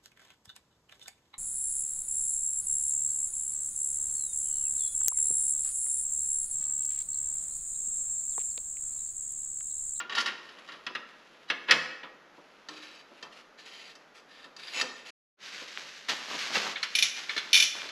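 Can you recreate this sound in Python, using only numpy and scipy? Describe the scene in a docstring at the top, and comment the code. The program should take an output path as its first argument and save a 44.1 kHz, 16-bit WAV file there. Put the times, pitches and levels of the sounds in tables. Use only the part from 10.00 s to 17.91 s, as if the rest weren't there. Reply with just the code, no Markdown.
"""A loose wire mudguard stay rattles on its bolt and knocks on a bicycle fork; then a folding hex tool
clicks and rubs at each turn. After a short silence, jacket sleeves rustle at the fork crown and a steel
spanner taps and clinks on its nut. Each hit is a noisy clack over ringing metal modes; thread, skin and
cloth are streams of tiny slips. A small workshop answers with a short tail over quiet room tone."""
import sys
import numpy as np
from scipy import signal
from scipy.fft import rfft, irfft, next_fast_len
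from scipy.io import wavfile
from scipy.ndimage import uniform_filter1d, minimum_filter1d, map_coordinates

SR = 44100
rng = np.random.default_rng(int(sys.argv[2]) if len(sys.argv) > 2 else 0)


def write(x):
    x = np.atleast_2d(x).T
    wavfile.write(sys.argv[1], SR, np.round(np.clip(x, -1, 1) * 32767).astype(np.int16))


N = 348822
TAIL = np.arange(SR) / SR  # time axis of one decay

# Hits (t/s, level/dB, hardness/dB); all levels are relative, ahead of the layer gains
STAY_RATTLES = [(0.0, -24, -7), (0.095, -25, -5), (0.122, -24, -6), (0.15, -22, 5.5), (0.171, -19, -11),
                (0.18, -16.5, 4.5), (0.2, -26.5, 11.5), (0.208, -26.5, 10.5), (0.259, -19, 3),
                (0.276, -21.5, -4), (0.292, -35, -13), (0.488, -37.5, -1), (0.584, -38.5, -4),
                (0.676, -43, 3), (0.687, -30.5, -6), (0.719, -33.5, -0.5), (0.738, -39.5, -11)]
FORK_KNOCKS = [(0.865, -29.5, 2), (0.95, -28, -1.5), (1.5, -20.5, -1), (1.685, -24, -14),
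               (1.695, -21.5, -11), (1.709, -12, 10.5), (1.717, -14.5, -10), (2.031, -36.5, -14)]
TOOL_CLICKS = [(2.686, -39, 9.5), (3.226, -40, 7.5), (3.952, -54, 18.5), (4.442, -50, 6),
               (4.564, -48.5, 18), (4.811, -25, 12)]
CROWN_TAPS = [(6.555, -32, -10), (6.757, -24.5, -25), (6.829, -20.5, 6), (7.293, -23.5, -2.5),
              (7.364, -26.5, 5.5), (7.377, -22, 3), (7.889, -33, 2)]
# Spanner landing on the nut (t/s, level/dB, chatter length/s)
NUT_CLINKS = [(6.9514, -17, 0), (6.986, -18.5, 0), (7.0242, -14, 0), (7.5299, -13.5, .05), (7.6003, -15, 0),
              (7.624, -16, 0)]
# Single modes left ringing by a hit (t/s, f/Hz, level/dB, t60/s)
LINGERING_MODES = [(0.0, 1412, -34, 0.21), (0.175, 1400, -31, 0.4), (1.5, 3230, -21, 0.06),
                   (1.5, 3560, -32, 0.097), (1.716, 157.4, -41.5, 0.64), (1.715, 234, -46, 0.58),
                   (1.715, 511, -42, 0.4), (2.689, 306, -47.5, 0.61), (4.812, 519, -39, 0.21),
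                   (6.553, 2720, -23, 0.14)]
# Soft bumps on mudguard or tyre, and tiny close ticks (t/s, level/dB)
HAND_BUMPS = [(.553, -59), (0.902, -48), (2.381, -51), (3.116, -55), (3.25, -55), (4.762, -49),
              (4.822, -42), (5.55, -60), (5.616, -48), (6.339, -44), (6.599, -48), (7.364, -45),
              (7.855, -49)]
DRY_TICKS = [(5.7744, -18), (6.097, -21), (6.6, -23), (7.819, -21)]
# Friction strokes (t/s, length/s, level/dB, swell/dB)
BOLT_SEATING = [(.1, 0.056, -47.5, 0), (.16, 0.045, -33, -4), (.255, .04, -40, -11),
                (1.478, 0.017, -48.5, -4), (1.672, .015, -42, 1)]
FINGER_SLIDES = [(.35, 0.53, -54, -2), (1.05, 0.64, -59, -3), (2.32, 0.37, -60.5, -5),
                 (3.05, 0.2, -57.5, 7)]
BOLT_TURNS = [(2.7, 0.31, -50.5, -4.5), (3.31, 0.095, -53.5, 4), (3.575, 0.066, -52.5, -8),
              (3.65, 0.27, -49.5, -3), (4.14, 0.053, -52, -3), (4.28, 0.18, -54.5, 0),
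              (4.58, 0.15, -44, 7.5), (4.73, 0.073, -31.5, 4), (4.95, 0.18, -59, -21),
              (5.05, 0.067, -44.5, -6)]
# Arms reaching in and working (t/s, length/s, level/dB, swell/dB, flap offset/dB)
ARM_MOVES = [(5.38, 0.15, -46, 4.5, -19), (5.504, 0.13, -42, 0.5, -17.5), (5.638, 0.13, -45, -1, -30),
             (5.759, .08, -41, -4.5, -11), (5.838, 0.41, -50, -12.5, -32), (6.132, 0.18, -42, -1, -12.5),
             (6.269, 0.091, -35.5, -2, -10.5), (6.362, 0.11, -33.5, 0.5, -18), (6.48, 0.021, -36, 4.5, -6),
             (6.512, 0.063, -28.5, 2, -10.5), (6.584, .13, -34.5, -4.5, -8.5), (6.745, 0.58, -45.5, 0, -25),
             (7.158, 0.083, -37.5, -14, -14.5), (7.27, 0.294, -44.5, -4.5, -10.5),
             (7.729, 0.15, -41, -3.5, -12)]
# A sleeve brushing past (t/s, level/dB, rise/s, t60/s)
SLEEVE_BRUSHES = [(6.083, -25.5, 0.017, 0.15)]

# Metal resonances; the tool's include the bolt (f/Hz, width/Hz, level/dB)
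STAY_BODY = [(948, 140, -13.5), (1135, 47, -5.5), (1394, 12, -1.5), (1840, 86, 0.5), (2785, 23, -4),
             (2990, 91, -2.5), (3320, 25, -5.5), (3830, 81, -3.5), (4320, 28, -11), (4733, 99, -9.5),
             (5100, 65, -13), (5600, 35, -17), (6380, 44, -19), (7200, 34, -17)]
FORK_BODY = [(860, 60, -18), (1420, 63, -3), (1560, 35, -18.5), (1685, 33, 6.5), (1881, 47, 6.5),
             (2264, 13, -2), (2560, 18, -1.5), (2597, 33, 6.5), (2860, 32, -14.5), (2780, 45, -8.5),
             (3150, 46, -17), (3400, 160, -5.5), (3893, 60, -9.5), (4110, 32, -4), (4900, 50, -13),
             (5084, 130, -5.5), (5920, 38, -10)]
TOOL_BODY = [(1375, 39, -0.5), (1808, 52, 5), (2655, 15, 3.5), (2960, 49, -6.5), (3140, 30, 0.5),
             (3685, 80, -2.5), (3993, 110, -1.5), (4310, 41, -2), (4727, 48, 0), (5200, 24, -3),
             (6000, 18, -5), (6560, 140, -15.5), (6900, 65, -9), (7900, 35, -13)]
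CROWN_BODY = [(1745, 37, 9.5), (2220, 57, 8), (2940, 26, -17), (3070, 31, -39), (3480, 11, 4.5),
              (3600, 35, 1), (4110, 250, 1.5), (4187, 110, 2), (5500, 55, -15), (6140, 11, -35)]
SPANNER_BODY = [(2250, 13, -10), (2400, 44, 0), (3005, 40, -1.5), (3400, 42, -22), (3510, 41, 1),
                (3760, 18, -1), (4200, 53, -5), (4420, 45, -5), (5320, 79, -7), (5900, 85, -17),
                (6050, 42, -12), (6500, 85, -27)]
# Slow shudder of mudguard and wheel (f/Hz, level/dB, t60/s)
MUDGUARD_MODES = [(157.3, -6, 0.2), (233, -14, 0.89), (281, -14.5, .5), (351.6, -8, 0.67),
                  (503, -3.5, 0.22), (780, -12, .6), (994, 6, 0.2)]
# Hit colours: mid clack, dull thud, bright edge, steel crash, top sparkle (f/Hz, level/dB)
CLACK_EQ = [(400, -36), (900, -8), (1400, 3.5), (1850, 5), (2300, 3.5), (3200, 4), (4300, -6.5),
            (5200, -20), (7500, -67.5)]
THUD_EQ = [(70, -15.5), (130, -20), (220, -6), (500, -2.5), (800, -8), (1300, -0.5), (2500, -49)]
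EDGE_EQ = [(3000, -23.5), (4500, 2.5), (5300, 0), (6500, -7.5), (8200, -20.5), (9400, -27.5),
           (10600, -16.5), (12000, -31.5), (14000, -38)]
CHINK_EQ = [(200, -21.5), (900, -18.5), (1700, -5), (2400, 2.5), (3500, 4), (4300, -4), (4900, -0.5),
            (5800, 5), (7200, -7.5), (8800, -22), (11000, -50)]
SPARKLE_EQ = [(6000, -48), (8500, -8), (10100, 8.5), (11300, 1), (12200, -3), (14000, -19)]
# Texture colours: thread hiss, cloth swish, flapping folds, room tone (f/Hz, level/dB)
THREAD_EQ = [(100, -42.5), (330, -5), (700, -3), (1400, -1), (2700, 6), (4500, -1), (5600, -7), (7200, -13),
             (9000, -24), (10800, -15.5), (12500, -30.5), (14400, -39.5)]
SWISH_EQ = [(300, -14), (900, -9.5), (1600, 3.5), (2700, 3), (4500, 1), (6300, -4.5), (8200, -17.5),
            (9500, -27.5), (11200, -18.5), (12500, -34), (14000, -44.5)]
FLAP_EQ = [(60, -25), (110, -18), (170, -3.5), (300, 1), (600, 2), (1200, 6), (3000, -35)]
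ROOM_TONE_EQ = [(12, -47), (20, -19), (91, -23.5), (116, -36.5), (145, -10.5), (245, -7), (591, -4),
                (660, -6.5), (1080, -8), (1240, -5), (1350, -6), (6490, -25), (9280, -48), (10900, -32.5),
                (14400, -52)]
# Workshop decay (f/Hz, t60/s)
ROOM_DECAY = [(150, 1), (500, 1), (1500, 0.86), (3500, 0.6), (6000, 0.63), (11000, 0.51)]
# Stereo side signal against the mid (f/Hz, level/dB)
SIDE_EQ = [(40, -17.5), (200, -39), (3000, -64.5), (6000, -38.5), (8500, -27.5), (11000, -14.5),
           (13000, -6.5)]
# Mute between the two jobs (t/s, gain)
MASTER_GATE = [(0, 1), (5.104, 1), (5.106, 0), (5.37, 0), (5.44, 1), (8, 1)]

TOP_HZ = 14300
BOLT_FADES_S, ARM_FADES_S = (.016, .024), (.035, .048)  # attack, release
CHATTER_GAP_S, CHATTER_FADE_DB_PER_S = .011, 75


def amp(db):
    """Decibels to gain."""
    return 10 ** (np.asarray(db) / 20)


def unit(x):
    """Scale to rms 1."""
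    return x / np.sqrt(np.mean(x ** 2) + 1e-20)


def struck(x):
    """Scale a hit to rms 1 over its first 30 ms."""
    return x / np.sqrt(np.mean(x[:round(.03 * SR)] ** 2) + 1e-20)


def along(points, hz):
    """Read a curve on a log frequency axis."""
    freqs, values = np.transpose(points)
    return np.interp(np.log(hz + 1), np.log(freqs + 1), values)


def wobble(rate):
    """A smooth random curve, rate knots a second."""
    return map_coordinates(rng.standard_normal(int(N * rate / SR) + 4), [np.arange(N) * rate / SR])


def colour(x, eq, size=2048):
    """Minimum-phase EQ: nothing rings ahead of a transient."""
    cepstrum = irfft(np.log(amp(along(eq, np.fft.rfftfreq(size, 1 / SR)))))
    fold = np.r_[1, np.full(size // 2 - 1, 2), 1, np.zeros(size // 2 - 1)]
    return signal.oaconvolve(x, irfft(np.exp(rfft(cepstrum * fold))))[:len(x)]


def add(track, s, sound):
    """Mix a sound into the track at s seconds."""
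    part = track[max(round(s * SR), 0):][:len(sound)]
    part += sound[:len(part)]


def burst(eq, t60):
    """Decaying noise: the thicket of short-lived modes set off by one hit."""
    t = TAIL[:SR // 4]
    return struck(colour(rng.standard_normal(len(t)) * amp(-60 * t / t60), eq))


def modes_of(resonances):
    """Modes (f/Hz, level/dB, t60/s): wider ones start stronger and die sooner; the hand damps them all."""
    hz, width, db = np.transpose(resonances)
    width = np.maximum(width, 17)
    return list(zip(hz, db + 20 * np.log10(width), np.log(1000) / (np.pi * width)))


def ring(modes, scatter_db):
    """Damped modes, rebalanced for each hit; outside their range the part radiates little."""
    t = TAIL[:SR // 2].astype(np.float32)
    hz, db, t60 = np.transpose(modes).astype(np.float32)[..., None]
    gains = amp(db[:, 0] + scatter_db * rng.standard_normal(len(db))) * rng.choice([-1, 1], len(db))
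    sound = gains @ (np.sin(2 * np.pi * hz * t) * np.exp(-float(np.log(1000)) * t / t60))
    band = signal.butter(3, [.75 * hz.min(), min(1.2 * hz.max(), TOP_HZ)], "band", fs=SR, output="sos")
    return struck(signal.sosfilt(band, sound))


def thud(t60):
    """A dull push that sets mudguard and wheel shuddering."""
    out = amp(-10.5) * ring(MUDGUARD_MODES, scatter_db=3.5)
    add(out, 0, burst(THUD_EQ, t60))
    return out


def contacts(hits, body, clack_db, body_db, thud_db, tilt_db, t60, rise_s):
    """Clack, ring, thud and edge: a harder hit is snappier, brighter and thuds less."""
    out = np.zeros(N)
    for s, db, hardness in hits:
        db_per_octave = tilt_db + .35 * hardness
        modes = [(hz, level + db_per_octave * np.log2(hz), life) for hz, level, life in modes_of(body)]
        clack = amp(db + clack_db) * burst(CLACK_EQ, t60)
        metal = amp(db + body_db) * ring(modes, scatter_db=2)
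        shudder = amp(thud_db + .65 * db - .3 * hardness) * thud(2.64 * t60)
        edge = amp(db - 22.5 + hardness) * burst(EDGE_EQ, .49 * t60)
        rise = rise_s * amp(-.32 * hardness)  # a sliding contact builds more slowly than a square blow
        attack = 1 - np.exp(-TAIL / rise)
        for layer in (clack, metal, shudder, edge):
            add(out, s, layer * attack[:len(layer)])
    return out


def stay_rattle():
    """The loose wire stay chatters on the bolt."""
    return contacts(STAY_RATTLES, STAY_BODY, clack_db=-16, body_db=-8.5, thud_db=-35.5,
                    tilt_db=0, t60=.15, rise_s=.004)


def hums():
    """One mode of stay, mudguard or wheel swells over a few cycles and lingers."""
    out = np.zeros(N)
    for s, hz, db, t60 in LINGERING_MODES:
        envelope = amp(db - 60 * TAIL / t60) * (1 - np.exp(-TAIL * hz / 3))
        add(out, s, envelope * np.sin(2 * np.pi * hz * TAIL))
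    return out


def grains(rate, spread_db):
    """Tiny slips at random moments and of unequal size, rms 1."""
    slips = rng.random(N) < rate / SR
    return unit(slips * rng.standard_normal(N) * amp(spread_db * rng.standard_normal(N)))


def strokes(rows, attack_s, release_s):
    """Envelope of rubbing strokes: each swells or fades, and overlaps add in power."""
    t, power = np.arange(N) / SR, np.zeros(N)
    for s, length, db, swell_db in rows:
        gate = np.clip((t - s) / attack_s, 0, 1) * np.clip(1 - (t - s - length) / release_s, 0, 1)
        progress = np.clip((t - s) / length, 0, 1)
        power += (gate * amp(db + swell_db * (progress - .5))) ** 2
    return np.sqrt(power)


def bolt_rub(rows, body, hiss_db, song_db, tilt_db, grip_detune=.012):
    """The thread slips in fine grains that hiss and sing in the metal; each grip shifts the modes."""
    slips = grains(rate=6000, spread_db=2)
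    hiss, out = unit(colour(slips, THREAD_EQ)), np.zeros(N)
    for row in rows:
        modes = [(hz * (1 + grip_detune * rng.standard_normal()), db + tilt_db * np.log2(hz), t60)
                 for hz, db, t60 in modes_of(body)]
        song = unit(signal.oaconvolve(slips, ring(modes, scatter_db=2.5))[:N])
        out += strokes([row], *BOLT_FADES_S) * (amp(hiss_db) * hiss + amp(song_db) * song)
    return out * amp(1.3 * wobble(45))


def fingers():
    """Skin slides on tool and stay with a faint dry hiss."""
    force = strokes(FINGER_SLIDES, *ARM_FADES_S) * amp(1.5 * wobble(30))
    slips = grains(rate=4600, spread_db=2.5)
    return amp(-5.5) * force * unit(colour(slips, THREAD_EQ))


def hand_bumps(soft_hz=902):
    """A hand only thuds: flesh excites little treble."""
    out = np.zeros(N)
    for s, db in HAND_BUMPS:
        add(out, s, amp(db) * thud(t60=.13))
    return signal.sosfilt(signal.butter(2, soft_hz, fs=SR, output="sos"), out)


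def fork_knocks():
    """The stay knocks on the fork and rings it."""
    return contacts(FORK_KNOCKS, FORK_BODY, clack_db=-7.5, body_db=-7.5, thud_db=-27.5,
                    tilt_db=.8, t60=.095, rise_s=.0022)


def tool_clicks():
    """The hex tool shifts in the bolt head and both ring together."""
    return contacts(TOOL_CLICKS, TOOL_BODY, clack_db=-12, body_db=-2.5, thud_db=-22,
                    tilt_db=-2.5, t60=.14, rise_s=.0028)


def sleeves():
    """Jacket cloth swishes on itself while its folds flap; a quick brush does both."""
    swish = strokes([row[:-1] for row in ARM_MOVES], *ARM_FADES_S)
    flap_moves = [(s, length, db + offset, swell) for s, length, db, swell, offset in ARM_MOVES]
    flap = strokes(flap_moves, *ARM_FADES_S)
    for s, db, rise, t60 in SLEEVE_BRUSHES:
        brush = struck(amp(-60 * TAIL / t60) * (1 - np.exp(-TAIL / rise)))
        add(swish, s, amp(db - 3) * brush)
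        add(flap, s, amp(db - 15.5) * brush)
    fibres = unit(colour(grains(rate=10000, spread_db=1.5), SWISH_EQ))
    folds = unit(colour(grains(rate=1500, spread_db=3), FLAP_EQ)) * amp(2.2 * wobble(30))
    return amp(-2) * swish * fibres * amp(1.1 * wobble(29)) + flap * folds


def ticks():
    """Tiny close ticks, each a single spike that rings nothing."""
    out = np.zeros(N)
    spike = colour(signal.unit_impulse(SR // 50), CLACK_EQ)
    for s, db in DRY_TICKS:
        add(out, s, amp(db) * spike / np.abs(spike).max())
    return out


def crown_taps():
    """The held spanner taps the fork crown: a bright ring with hardly any thud."""
    return contacts(CROWN_TAPS, CROWN_BODY, clack_db=-12.5, body_db=-8, thud_db=-60,
                    tilt_db=5, t60=.17, rise_s=.0016)


def spanner_clinks(skid_s=.001):
    """Steel on steel: a bright crash over the spanner's own ring; a loose hit rebounds in a chatter."""
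    out, steel = np.zeros(N), modes_of(SPANNER_BODY)
    attack = 1 - np.exp(-TAIL / skid_s)  # the spanner skids a little as it lands
    for start, level_db, chatter_s in NUT_CLINKS:
        for delay in CHATTER_GAP_S * np.arange(1 + int(chatter_s / CHATTER_GAP_S)):
            s = start + delay * rng.normal(1, .05)
            db = level_db - CHATTER_FADE_DB_PER_S * delay
            crash = amp(db - 12.5) * burst(CHINK_EQ, t60=.27)
            metal = amp(db - 7) * ring(steel, scatter_db=1.5)
            sparkle = amp(db - 24) * burst(SPARKLE_EQ, t60=.1)
            for layer in (crash, metal, sparkle):
                add(out, s, layer * attack[:len(layer)])
    return out


def workshop(x, wet_db, sections=16):
    """Add the room's tail, treble dying first; a fresh tail per section stands for the moving hands."""
    wet = np.zeros(N)
    for section in np.array_split(np.arange(N), sections):
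        hz, t, noise = signal.stft(rng.standard_normal(SR), SR, nperseg=256)
        decay = amp(-60 * t / along(ROOM_DECAY, hz)[:, None])
        tail = signal.istft(noise * decay, SR, nperseg=256)[1][:SR]
        tail *= 1 - np.exp(-TAIL / .0014)  # reflections build up
        add(wet, section[0] / SR, signal.fftconvolve(x[section], tail / np.linalg.norm(tail)))
    return x + amp(wet_db) * wet


def scene():
    """Two jobs on the bicycle over room tone; only the top treble and the bass have any width."""
    axle = stay_rattle() + fork_knocks() + tool_clicks()
    axle += bolt_rub(BOLT_SEATING, STAY_BODY, hiss_db=-11, song_db=2, tilt_db=-1.5)
    axle += bolt_rub(BOLT_TURNS, TOOL_BODY, hiss_db=-3, song_db=-6, tilt_db=1.5)
    axle += hums() + fingers() + hand_bumps()
    crown = crown_taps() + spanner_clinks() + sleeves()
    work = workshop(axle, wet_db=-9) + workshop(crown, wet_db=-10) + ticks()
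    low_cut = signal.butter(4, 140, "high", fs=SR, output="sos")  # the deep bass below about 140 Hz is cut away
    room_tone = amp(-58.5) * unit(colour(rng.standard_normal(N), ROOM_TONE_EQ))
    mid = signal.sosfilt(low_cut, work) + room_tone
    diffuser = rng.standard_normal(SR // 40)
    side = colour(signal.oaconvolve(mid, diffuser / np.linalg.norm(diffuser))[:N], SIDE_EQ)
    return np.array([mid + side, mid - side])


def limiter(x, ceiling=.89):
    """The gain ducks for a few milliseconds around any peak above the ceiling."""
    gain = ceiling / np.maximum(np.abs(x).max(axis=0), ceiling)
    return x * uniform_filter1d(minimum_filter1d(gain, size=SR // 200), size=SR // 200)


def record(dry):
    """Master chain: limiter, a mute between the two jobs, a narrow treble notch and a steep high cut."""
    gate = np.interp(np.arange(N) / SR, *np.transpose(MASTER_GATE))
    size = next_fast_len(N + SR // 4)
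    hz = np.fft.rfftfreq(size, 1 / SR)
    notch = amp(-22 * np.exp(-((hz - 9050) / 170) ** 2))
    high_cut = 1 / np.sqrt(1 + (hz / TOP_HZ) ** 240)
    return irfft(rfft(gate * limiter(dry), size) * notch * high_cut, size)[:, :N]


dry = scene()
out = record(dry)
write(out)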